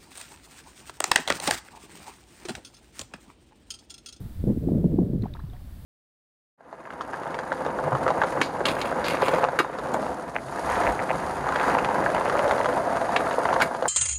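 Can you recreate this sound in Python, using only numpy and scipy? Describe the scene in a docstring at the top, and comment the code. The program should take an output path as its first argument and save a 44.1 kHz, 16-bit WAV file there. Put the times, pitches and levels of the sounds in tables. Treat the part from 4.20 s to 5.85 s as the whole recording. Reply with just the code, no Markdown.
"""A gust of wind buffets the microphone on the bank of a quiet pond: turbulence and single thumping
eddies right on the capsule, over a deep rumble. As it dies away a fish breaks the surface twice:
each flick is a sharp tick, a little spray and a few plopping bubbles that glide in pitch.
The water settles with a faint slosh, over a soft hiss."""
import sys
import numpy as np
from scipy import signal
from scipy.fft import rfft, irfft
from scipy.io import wavfile
from scipy.ndimage import uniform_filter1d

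SR = 44100
rng = np.random.default_rng(int(sys.argv[2]) if len(sys.argv) > 2 else 0)


def int16_out(signal):
    """Quantize to a 16-bit WAV file."""
    q = np.round(np.clip(np.atleast_2d(signal).T, -1, 1) * 32767)
    wavfile.write(sys.argv[1], SR, q.astype(np.int16))


N = 72765
TIME = np.arange(N) / SR

# Wind at the microphone: the gust and the rumble under it. Each row: time in seconds, level in dB.
GUST_LEVEL = [(0, -40), (.06, -45), (.135, -53), (.228, -39), (.245, -31), (.28, -26), (.315, -20.5),
              (.345, -31.5), (.368, -29), (.397, -43.5), (.44, -27), (.50, -25.5), (.56, -22), (.62, -26),
              (.655, -25), (.70, -27), (.765, -28.5), (.805, -21.5), (.875, -28.5), (.935, -27),
              (1.005, -38), (1.04, -28.5), (1.08, -41.5), (1.21, -51), (1.24, -51), (1.45, -53.5),
              (1.65, -49)]
RUMBLE_LEVEL = [(0, -36.5), (.14, -41.5), (.22, -32), (.4, -35), (.76, -31.5), (.84, -38), (.9, -35.5),
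                (1.05, -38), (1.25, -37.5), (1.65, -42)]
# Colours of the wind's three layers. Each row: frequency in Hz, relative level in dB.
TURBULENCE_SPECTRUM = [(20, -42), (70, -7.5), (120, -0.5), (175, 4), (290, -4.5), (440, -18), (620, -23),
                       (850, -44), (1300, -56), (3000, -69)]
EDDY_SPECTRUM = [(100, -38.5), (300, 3.5), (450, 2), (750, -19.5), (1100, -32.5), (1900, -47), (4000, -57)]
RUMBLE_SPECTRUM = [(10, -8), (25, -9.5), (55, -3.5), (85, -4.5), (130, -12), (250, -32.5), (600, -52),
                   (2000, -98.5)]
# Open air around the pond and a fine treble hiss. Each row: time in seconds, level in dB.
AIR_LEVEL = [(0, -58.5), (.6, -63), (1.0, -64), (1.35, -61.5), (1.65, -60)]
HISS_LEVEL = [(0, -58.5), (.2, -60), (.5, -61.5), (.8, -65.5), (1.0, -66.5), (1.15, -67), (1.35, -64.5),
              (1.5, -61), (1.65, -59.5)]
# Their colours. Each row: frequency in Hz, relative level in dB.
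AIR_SPECTRUM = [(30, -14), (300, 1.5), (700, 2.5), (1100, -2), (1800, -3.5), (2600, -9.5), (3500, -7),
                (4600, -9.5), (6400, -19), (16000, -40)]
HISS_SPECTRUM = [(500, -18.5), (2500, -7), (4500, -9), (6400, -7.5), (8000, -1.5), (11000, -0.5),
                 (15500, 2)]
# Single eddies striking the microphone.
# Each row: start in seconds, level in dB, pitch in Hz, rise and decay in seconds.
BUFFETS = [(.052, -27, 134.5, 0.0095, 0.0017), (.175, -24.5, 84.7, 0.031, 0.033),
           (.2385, -15, 216, 0.0025, 0.0014), (.302, -12.5, 239.6, 0.0053, 0.0011),
           (.371, -17, 264, 0.0042, 0.0046), (.472, -12.5, 244, 0.0045, 0.002),
           (.486, -25.5, 616, 0.0037, 0.0022), (.518, -15, 305, 0.0026, 0.0039),
           (.555, -12.5, 221.6, 0.0026, 0.0088), (.637, -11, 169.6, 0.016, 0.018),
           (.642, -19.5, 395, 0.0018, 0.0037), (.739, -13, 259, .004, 0.0042),
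           (.783, -9.5, 300, 0.0088, 0.0017), (.787, -23, 640, 0.0024, 0.00067),
           (.796, -12.5, 184, 0.0049, 0.0097), (.840, -29, 230, 0.0048, 0.0076),
           (.932, -19, 296, 0.0032, 0.0031), (.957, -17.5, 153, 0.0027, 0.011),
           (.99, -22.5, 109.7, 0.011, 0.035), (1.032, -15.5, 173, 0.0042, 0.0071),
           (1.235, -25.5, 129.6, 0.0074, 0.0085)]
# Ringing tones in the pond: bubbles and drops, and the high ring near 3.7 kHz of each flick's tick. Each row:
# start in seconds, # starting pitch in Hz, level in dB, rise and decay in seconds, glide in octaves per second.
RINGS = [(1.0213, 3700, -46.5, 0.0029, 0.0018, 45), (1.0342, 2040, -49, 0.0006, 0.0034, -17),
         (1.038, 1082, -42, 0.0044, 0.008, -12), (1.0553, 799, -28.5, .004, 0.0024, -9),
         (1.0625, 860, -40, 0.0018, 0.0033, 81), (1.082, 1660, -54, 0.001, 0.006, -8),
         (1.096, 597, -51, 0.0064, 0.034, -1.5), (1.1371, 3640, -36.5, 0.0018, 0.00074, 10),
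         (1.1498, 970, -38, 0.0021, 0.0045, -11), (1.150, 1220, -44.5, 0.0038, 0.0038, 13),
         (1.168, 1520, -39, 0.0018, 0.00048, 6), (1.191, 853, -38.5, 0.0024, 0.0041, 87),
         (1.195, 3930, -56, 0.0012, 0.0044, 2), (1.2, 1473, -45, 0.0015, 0.0025, 66),
         (1.298, 3590, -52, 0.0027, 0.0022, 9), (1.33, 723, -50, 0.0046, 0.025, 1),
         (1.334, 3220, -52.5, .001, .002, 7), (1.364, 1830, -52, 0.0018, .002, 8)]
# The fish snapping the surface. Each row: start in seconds, level in dB.
FLICKS = [(1.0215, -48), (1.1378, -47)]
# Thrown water. Each row: start in seconds, level in dB, decay in seconds.
SPLASHES = [(1.033, -49, 0.031), (1.147, -51.5, 0.036), (1.193, -59.5, 0.016), (1.234, -63, 0.073),
            (1.328, -58.5, .045)]
# Colours of the snap and the spray. Each row: frequency in Hz, relative level in dB.
SNAP_SPECTRUM = [(600, -20), (2000, -7), (3000, -4), (3900, 0), (5000, -9), (7000, -19), (16000, -30)]
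SPRAY_SPECTRUM = [(200, -6), (600, 18.5), (1100, 16), (1800, 6.5), (2400, 2.5), (3600, -2), (5000, -9),
                  (8000, -19), (16000, -23)]


def amp(db):
    """Decibels to gain."""
    return 10 ** (np.asarray(db) / 20)


def unit(x):
    """Scales to rms 1."""
    return x / np.sqrt(np.mean(x ** 2) + 1e-20)


def curve(points):
    """Joins (seconds, value) points over the whole scene."""
    return np.interp(TIME, *np.transpose(points))


def colour(x, spectrum):
    """Filters x by a spectrum of (Hz, dB) points, at rms 1."""
    hz, db = np.transpose(spectrum)
    bins = np.fft.rfftfreq(N, 1 / SR)
    gain = amp(np.interp(np.log(bins + 1), np.log(hz), db))
    return unit(irfft(rfft(x) * gain, N))


def noise(spectrum):
    """Coloured noise at rms 1."""
    return colour(rng.standard_normal(N), spectrum)


def steady(x, samples):
    """Evens out the slow swells of a noise, so that the wind sets its level."""
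    power = uniform_filter1d(abs(signal.hilbert(x)) ** 2, samples)
    return unit(x / np.sqrt(power + 1e-3))


def wobble(top_hz):
    """Slow random motion at rms 1, rolling off around top_hz."""
    rolloff = np.exp(-(np.fft.rfftfreq(N, 1 / SR) / top_hz) ** 2)
    return unit(irfft(rfft(rng.standard_normal(N)) * rolloff, N))


def swell(start, rise_s, decay_s):
    """A smooth rise, then an exponential fall."""
    age = np.maximum(TIME - start, 0)
    attack = np.sin(np.pi / 2 * np.minimum(age / rise_s, 1)) ** 2
    return attack * np.exp(-np.maximum(age - rise_s, 0) / decay_s)


def wind(flutter_db=2.2, strong_gust_db=-24.5, eddy_growth=1.6):
    """Turbulence on the microphone over a deep rumble; small eddies grow faster and brighten the gust."""
    gust_db = curve(GUST_LEVEL)
    body = amp(gust_db) * steady(noise(TURBULENCE_SPECTRUM), samples=1000)
    eddy_db = -35.5 + eddy_growth * (gust_db - strong_gust_db)
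    eddies = amp(eddy_db) * noise(EDDY_SPECTRUM)
    rumble = amp(curve(RUMBLE_LEVEL)) * steady(noise(RUMBLE_SPECTRUM), samples=4000)
    flutter = amp(flutter_db * wobble(top_hz=44))
    return (body + eddies) * flutter + rumble


def open_air():
    """Soft air around the pond and a fine hiss; both sink and come back."""
    air = amp(curve(AIR_LEVEL)) * noise(AIR_SPECTRUM)
    hiss = amp(curve(HISS_LEVEL)) * noise(HISS_SPECTRUM)
    return air + hiss


def buffets(overshoot=0.8, sink_s=0.0013, dull_hz=1323):
    """Eddies kick the capsule: each thump starts high and sinks to its pitch, with its treble dulled."""
    thumps = np.zeros(N)
    for start, db, hz, rise_s, decay_s in BUFFETS:
        age = np.maximum(TIME - start, 0)
        turns = hz * (age + overshoot * sink_s * (1 - np.exp(-age / sink_s)))
        thumps += amp(db) * swell(start, rise_s, decay_s) * np.sin(2 * np.pi * turns)
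    dulling = signal.butter(3, dull_hz, fs=SR, output="sos")
    return signal.sosfiltfilt(dulling, thumps)


def ring(start, hz, db, rise_s, decay_s, glide):
    """A brief ringing tone, gliding by up to an octave: a pocket of air nearing the surface, or the high ring
    of a tick."""
    octaves = np.clip(glide * (TIME - start), -1, 1)
    turns = np.cumsum(hz * 2 ** octaves * (TIME > start)) / SR
    return amp(db) * swell(start, rise_s, decay_s) * np.sin(2 * np.pi * turns)


def snaps():
    """Out on the pond, the fish breaks the surface with a short dry crack at each flick."""
    envelope = sum(amp(db) * swell(start, rise_s=0.001, decay_s=0.002) for start, db in FLICKS)
    return noise(SNAP_SPECTRUM) * envelope


def spray(drops_per_s=3500, rise_s=0.0013):
    """Tiny drops patter back on the pond after each flick."""
    drops = rng.standard_normal(N) * (rng.random(N) < drops_per_s / SR)
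    envelope = sum(amp(db) * swell(start, rise_s, decay_s) for start, db, decay_s in SPLASHES)
    return colour(drops, SPRAY_SPECTRUM) * envelope


def scene():
    """Wind, fish and open air at one microphone on the bank."""
    gust = wind() + buffets()
    fish = snaps() + spray() + sum(ring(*row) for row in RINGS)
    return (gust + fish + open_air())[None]


def record(dry):
    """A soft start and the recorder's band limit."""
    fade_in_s, band_limit_hz = 0.004, 15800
    faded = dry * np.minimum(TIME / fade_in_s, 1)
    lowpass = signal.firwin(511, band_limit_hz, window=("kaiser", 9), fs=SR)
    return signal.oaconvolve(faded, lowpass[None], "same")


dry = scene()
out = record(dry)
int16_out(out)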